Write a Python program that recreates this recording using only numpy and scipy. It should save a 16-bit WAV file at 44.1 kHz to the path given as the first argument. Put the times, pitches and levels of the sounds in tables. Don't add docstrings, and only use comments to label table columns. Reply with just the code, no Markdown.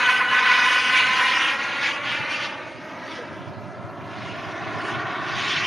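import sys
import numpy as np
from scipy import signal
from scipy.fft import rfft, irfft, next_fast_len
from scipy.io import wavfile
from scipy.ndimage import uniform_filter1d, map_coordinates

SR = 44100
rng = np.random.default_rng(int(sys.argv[2]) if len(sys.argv) > 2 else 0)


def wrap_up_sound(samples):
    columns = np.atleast_2d(samples).T
    tamed = np.clip(columns, -1, 1)
    steps = np.round(tamed * 32767).astype(np.int16)
    wavfile.write(sys.argv[1], SR, steps)


def decibels_to_gain(level_db):
    exponent = np.asarray(level_db, float) / 20
    return 10 ** exponent


N = 249606
FRAME, HOP = 512, 128

# (time [s], level [dB])
WIND_LEVEL = [(0, -54.5), (1.2, -47.5), (2.9, -52), (3.7, -41.5), (5.66, -42.5)]
# (frequency [Hz], density [dB/Hz])
WIND_SPECTRUM = [(15, -51), (25, -34), (54, -23), (82, -6.5), (107, 4.5), (216, -3.5), (245, -29),
                 (322, -13), (500, -30), (650, -61), (1100, -120)]
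# (time [s], half length [s], level [dB])
GUSTS_AND_LULLS = [(0.66, 0.11, -2.9), (0.82, 0.05, -2), (1.54, 0.14, -11), (2.34, 0.05, -2),
                   (2.46, 0.039, 9), (2.62, 0.05, 3.2), (2.94, 0.069, -3.5), (3.16, 0.1, -3.3),
                   (3.74, 0.045, -1), (3.94, 0.14, -3.3), (4.58, 0.064, -6.5), (5.12, 0.056, -5)]
# (start [s], end [s], level [dB])
BUZZES = [
    (2.8, 3.13, -73),
    (3.31, 3.68, -75.5),
    (3.82, 4.15, -74),
    (4.33, 4.62, -72.5),
    (5.0, 5.13, -99),
]
# (time [s], frequency [Hz], level [dB])
CREAK = [
    (3.165, 570, -62),
    (3.19, 490, -34.5),
    (3.22, 470, -37),
    (3.26, 398, -54),
]
# (time [s], frequency [Hz], level [dB])
BLADE_WHINE = [(3.45, 8550, -99), (3.6, 8800, -91), (3.8, 9150, -89), (4.05, 9400, -86), (4.25, 9650, -91),
               (4.45, 9900, -85), (4.6, 10100, -99)]
# (time [s], loudness [dB], brightness from nozzle angle [dB])
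ROAR = [(0.0, -22, -0.7), (0.3, -27.5, 0.5), (0.6, -21.5, 1.34), (1.3, -26, 2.5), (1.7, -31.5, 2.2),
        (2.4, -33.5, 3), (2.75, -40, -2.5), (3.4, -38.5, -5.5), (3.95, -41, -9), (4.25, -39, -1.6),
        (4.9, -30.5, -3.5), (5.25, -31.5, -4), (5.66, -31.5, 4)]
# (low edge [Hz], high edge [Hz])
BANDS_HZ = [
    (250, 850),
    (850, 1700),
    (1700, 3500),
    (3500, 6900),
]
# (offset [dB], share of loudness [dB/dB], share of brightness [dB/dB])
BAND_RESPONSE = [
    (-37, 0.05, .01),
    (0.33, 1.014, 0.0054),
    (1.9, 1.016, 1.44),
    (-13, 0.98, 1.12),
]
# (frequency [Hz], band [index])
BAND_REACH = [(400, 0), (720, 0), (980, 1), (1300, 1), (2450, 2), (4500, 3)]
# (frequency [Hz], density [dB/Hz])
JET_SPECTRUM = [(60, -25.5), (120, -16), (300, -6.5), (480, -6.5), (720, -6), (1100, 0.5), (2000, -3),
                (3000, -8.5), (4200, -14.5), (6500, -23), (7300, -33), (9000, -32), (11000, -35.5),
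                (13000, -56)]
# (frequency [Hz], width [Hz], level [dB])
TAILPIPE = [(1033, 58, 5), (1492.6, 81, 7), (1956, 71, 1), (2508, 56, 1), (2948, 140, -0.5),
            (3365, 120, -7)]
# (time [s], delay [ms])
GROUND_PATH = [(0, 4.09), (.6, 4.08), (.95, 3.99), (1.6, 3.66), (2.3, 3.33), (3.0, 3.07), (3.7, 2.89),
               (4.3, 2.72), (5.1, 2.6), (5.66, 2.56)]
# (time [s], pitch factor [1])
DOPPLER = [(0, 1.012), (.5, 1.0), (1.1, .992), (1.45, .968), (2, .95), (3.2, .95), (4.4, 1.02),
           (5.66, 1.08)]
ECHO_LAG_RAD = (-.35, 1.2)
# (time [s], half length [s], level [dB], centre [Hz])
EDDIES = [(0.101, 0.038, 6, 1700), (0.213, 0.035, 6.5, 1700), (0.244, 0.063, -7, 5500),
          (0.35, 0.064, 7.5, 1690), (0.491, 0.049, 5.5, 1700), (0.548, 0.031, 2.5, 5500),
          (0.83, 0.038, -4.5, 1100), (0.863, 0.059, -2, 3500), (0.981, 0.034, 6.5, 3500),
          (1.218, 0.041, 4.5, 1100), (1.295, 0.035, 3, 5500), (1.437, 0.11, 3.5, 2500),
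          (1.569, 0.029, -5.5, 3500), (1.858, 0.049, 9.5, 3570), (2.001, 0.049, -7.5, 4000),
          (2.114, 0.052, 4.5, 3500), (2.25, 0.044, -2.5, 5500), (2.34, 0.04, 4.5, 5500),
          (2.447, 0.035, 8.5, 5540), (2.575, 0.095, -3.5, 3440), (2.763, 0.087, -5.5, 1100),
          (3.13, 0.089, 12, 5240), (3.56, 0.23, -5.5, 1700), (4.192, 0.13, 5.5, 5500),
          (4.66, 0.27, -2.5, 1740), (4.87, 0.49, 5, 450), (4.898, 0.05, 2.5, 4500),
          (5.042, 0.035, -4.5, 5500), (5.406, 0.13, 9.5, 5500), (5.55, 0.078, 7, 5600)]
# (frequency [Hz], side re mid [dB])
PORT_SIDE = [(100, -4), (350, -23), (630, -7), (1130, -10.5), (2040, -10.5), (3200, -6.5), (4500, -10),
             (7000, -15), (12000, -0.5)]
# (frequency [Hz], left re right [dB])
PORT_TILT = [(60, -7), (110, -9), (190, 1), (350, -2), (630, -2.5), (1130, -0.5), (2040, -0.5),
             (3660, -0.5), (6590, -4.5), (11900, 5.5)]
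# (time [s], frequency [Hz], level [dB])
DRIVE_WHISTLE = [(2.6, 7960, -104), (2.8, 7870, -92), (4.3, 7800, -88), (4.45, 7870, -104)]
# (frequency [Hz], level [dB])
GATE_TREBLE = [(6000, -108), (7400, -101), (7900, -100), (8300, -100), (9500, -103), (10500, -95),
               (11500, -93.5), (12500, -101)]
# (frequency [Hz], side re mid [dB])
GATE_SIDE = [(100, -38), (300, -27.5), (600, -12), (1200, -13.5), (2100, -13), (2600, -16), (3800, -20.5),
             (4200, -7), (4800, -11.5), (5500, -8.5), (6900, -11), (7600, -10), (11000, -6.5)]
# (time [s], half length [s], easing [dB])
GATE_EASING = [
    (0.96, 0.065, 2),
    (1.278, 0.036, 0),
    (3.545, 0.038, 25),
    (4.4, 0.035, 14),
    (4.467, 0.021, 20),
    (4.677, 0.045, 5.5),
    (5.267, 0.035, 5),
]

EDDY_OCTAVES = 1.19
STEEP_MS, GRAZING_MS = 4.09, 2.56
TOP_DB, TOP_PER_HISS, TOP_GRAZING_DB = 3, -0.32, -6
RING_DB, BANK_S, RING_FADE_DB_PER_S = -1.4, 1.36, -17


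def evened(x):
    return x / np.sqrt(np.mean(x ** 2) + 1e-20)


def read(points, hz):
    f, value = np.transpose(points)
    return np.interp(np.log(hz + 1), np.log(f + 1), value)


def columns(rows, t):
    s, *values = np.transpose(rows)
    return [np.interp(t, s, v) for v in values]


def bumps(rows, t):
    return np.array([db * np.exp(-((t - s) / half) ** 2) for s, half, db, *_ in rows])


def drift(hz):
    return evened(signal.lfilter(*signal.butter(2, hz, fs=SR), rng.standard_normal(N)))


def resonate(x, hz, width_hz):
    turn = np.exp(2j * np.pi * np.cumsum(hz) / SR)
    r = np.exp(-np.pi * width_hz / SR)
    return 2 * (turn * signal.lfilter([1 - r], [1, -r], x / turn)).real


def tone(rows, waver_hz, waver_db):
    t = np.arange(N) / SR
    hz, db = columns(rows, t)
    turns = np.cumsum(hz + waver_hz * drift(60)) / SR
    sounding = (t > rows[0][0]) & (t < rows[-1][0])
    return sounding * decibels_to_gain(db + waver_db * drift(25)) * np.sqrt(2) * np.sin(2 * np.pi * turns)


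def microphone_hiss():
    hiss = decibels_to_gain(-62) * (rng.standard_normal(N) + 0.2 * rng.standard_normal((2, N)))
    return signal.lfilter(*signal.butter(1, 6000, fs=SR), hiss)


def wind():
    t = np.arange(N) / SR
    hz = np.fft.rfftfreq(N, 1 / SR)
    rumble = evened(irfft(rfft(rng.standard_normal((2, N))) * decibels_to_gain(read(WIND_SPECTRUM, hz)), N))
    lumps_db = 2.4 * np.array([drift(12), drift(17)]) + 2.0 * drift(11.0)
    gusts_db = 0.8 * bumps(GUSTS_AND_LULLS, t).sum(0)
    port_db = np.array([[1.5], [3.5]])
    return rumble * decibels_to_gain(columns(WIND_LEVEL, t)[0] + gusts_db + lumps_db + port_db)


def grasshopper():
    t = np.arange(N) / SR
    clicks = rng.standard_normal(N) * (rng.random(N) < 900 / SR)
    wing_hz = np.full(N, 11500.0)
    wing = evened(resonate(resonate(clicks, wing_hz, 700), wing_hz, 700))
    ramp_s = 0.042
    bursts = [decibels_to_gain(db) * np.clip(np.minimum(t - s, end - t) / ramp_s, 0, 1) for s, end, db in BUZZES]
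    return wing * sum(bursts)


def grip_creak():
    return tone(CREAK, waver_hz=5.6, waver_db=-3.0)


def blade_whine():
    return tone(BLADE_WHINE, waver_hz=40, waver_db=5)


def grazing(late_ms):
    return (STEEP_MS - late_ms) / (STEEP_MS - GRAZING_MS)


def tailpipe():
    t = np.arange(N) / SR
    ring_db = RING_DB + RING_FADE_DB_PER_S * np.maximum(t - BANK_S, 0)
    doppler = columns(DOPPLER, t)[0]
    noise = rng.standard_normal(N)
    rings = 0
    for hz, width_hz, db in TAILPIPE:
        narrow = resonate(noise, hz * doppler, width_hz)
        rings = rings + decibels_to_gain(db + 1.4 * drift(9.9)) * resonate(narrow, hz * doppler, 2.17 * width_hz)
    return noise + decibels_to_gain(ring_db) * rings


def exhaust():
    late_ms = columns(GROUND_PATH, np.arange(N) / SR)[0]
    graze = grazing(late_ms)
    share = 0.61 + (0.72 - 0.61) * graze
    crisp = 1 + (0.22 - 1) * graze
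    shake_ms = 0.011 + (0.033 - 0.011) * graze
    lag_rad = ECHO_LAG_RAD[0] + (ECHO_LAG_RAD[1] - ECHO_LAG_RAD[0]) * graze
    direct = tailpipe()
    size = next_fast_len(N)
    hz = np.fft.rfftfreq(size, 1 / SR)
    one_sided = 2 * rfft(direct, size)
    dull, bright = (np.fft.ifft(one_sided / (1 + (hz / edge) ** 3), size)[:N] for edge in (1600, 5000))
    grass = dull + np.clip(crisp, 0, 1) * (bright - dull)
    late = (late_ms + shake_ms * drift(4.6)) * SR / 1000
    lagged = (grass * np.exp(-1j * lag_rad)).real
    echo = map_coordinates(lagged, [np.arange(N) - late], order=2, mode="mirror")
    return direct + np.clip(share, 0, 1) * echo


def roar_db(t):
    offset_db, loud, bright = np.transpose(BAND_RESPONSE)[:, :, None]
    loud_db, bright_db = columns(ROAR, t)
    centre_hz = np.sqrt(np.prod(BANDS_HZ, axis=1))[:, None]
    octaves = np.log2(centre_hz / np.transpose(EDDIES)[3])
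    eddies_db = np.exp(-(octaves / EDDY_OCTAVES) ** 2) @ bumps(EDDIES, t)
    return offset_db + loud * loud_db + bright * bright_db + eddies_db


def air_flutter_db(hz, t):
    small, large = rng.standard_normal((2, len(t), len(hz)))
    small = evened(uniform_filter1d(uniform_filter1d(small, size=14, axis=0), size=8, axis=1)).T
    large = evened(uniform_filter1d(uniform_filter1d(large, size=60, axis=0), size=12, axis=1)).T
    broad = drift(13.6)[np.minimum(np.arange(len(t)) * HOP, N - 1)]
    depth_db = read([(200, 0.37), (1500, 0.73), (4500, 1.7), (11000, 1.25)], hz)[:, None]
    return depth_db * (1.45 * small + 0.94 * large + 0.51 * broad)


def jet():
    hz, t, z = signal.stft(exhaust(), SR, nperseg=FRAME, noverlap=FRAME - HOP)
    bands_db = roar_db(t)
    hiss_db = bands_db[-1] - bands_db[1] + 15.5
    air_db = TOP_DB + TOP_PER_HISS * hiss_db + TOP_GRAZING_DB * grazing(columns(GROUND_PATH, t)[0])
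    top = np.clip((hz[:, None] - 6500) / 3500, 0, 2)
    z = z * decibels_to_gain(read(JET_SPECTRUM, hz)[:, None] + air_flutter_db(hz, t) + top * air_db)

    power = np.array([(abs(z[(hz >= lo) & (hz < hi)]) ** 2).sum(0) for lo, hi in BANDS_HZ]) * 4 / 3
    lift_db = bands_db - 10 * np.log10(uniform_filter1d(power, size=22, axis=1))
    blend = np.maximum(1 - abs(read(BAND_REACH, hz) - np.arange(len(BANDS_HZ))[:, None]), 0)
    z = z * decibels_to_gain(blend.T @ lift_db)

    phase = 2 * np.pi * rng.standard_normal(z.shape)
    side = z * decibels_to_gain(read(PORT_SIDE, hz))[:, None] * np.exp(1j * phase)
    lean = decibels_to_gain(read(PORT_TILT, hz) / 2)[:, None]
    ports = [(z + side) * lean, (z - side) / lean]
    return signal.istft(ports, SR, nperseg=FRAME, noverlap=FRAME - HOP)[1][:, :N]


def scene():
    small = blade_whine() + grip_creak() + grasshopper()
    return jet() + wind() + small + microphone_hiss()


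def band_gate(x):
    hz, t, z = signal.stft([x[0] + x[1], x[0] - x[1]], SR, nperseg=2048, noverlap=1536)
    power = uniform_filter1d(abs(z / 2) ** 2, size=5, axis=2) + 1e-20
    band_db = 10 * np.log10(uniform_filter1d(power, size=5, axis=1))
    band_db = band_db[:, np.arange(len(hz)) // 5 * 5]
    loud_db = 10 * np.log10(power[0].sum(0))
    quiet_db = read(GATE_TREBLE, hz)[:, None] + 0.47 * (loud_db + 35.5)
    mask_db = 10 * np.log10(uniform_filter1d(power[0], size=48, axis=0)) + read(GATE_SIDE, hz)[:, None]
    mask_db = mask_db - bumps(GATE_EASING, t).sum(0)
    heard = band_db[0] > np.where(hz[:, None] > 5000, quiet_db, -200)
    z = z * np.array([heard, heard & (band_db[1] > mask_db)])
    mid, side = signal.istft(z, SR, nperseg=2048, noverlap=1536)[1][:, :N]
    return np.array([mid + side, mid - side]) / 2


def top_cut(x):
    return signal.sosfilt(signal.butter(12, 12460, fs=SR, output="sos"), x)


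def record(dry):
    x = signal.sosfilt(signal.butter(3, 70, "high", fs=SR, output="sos"), dry)
    x = signal.sosfilt(signal.butter(3, [7450, 8300], "bandstop", fs=SR, output="sos"), x)
    x = signal.sosfilt(signal.butter(3, 11500, fs=SR, output="sos"), x)
    x = x + tone(DRIVE_WHISTLE, waver_hz=30, waver_db=5)
    mix = band_gate(x)
    return top_cut(mix)


dry = scene()
out = record(dry)
wrap_up_sound(out)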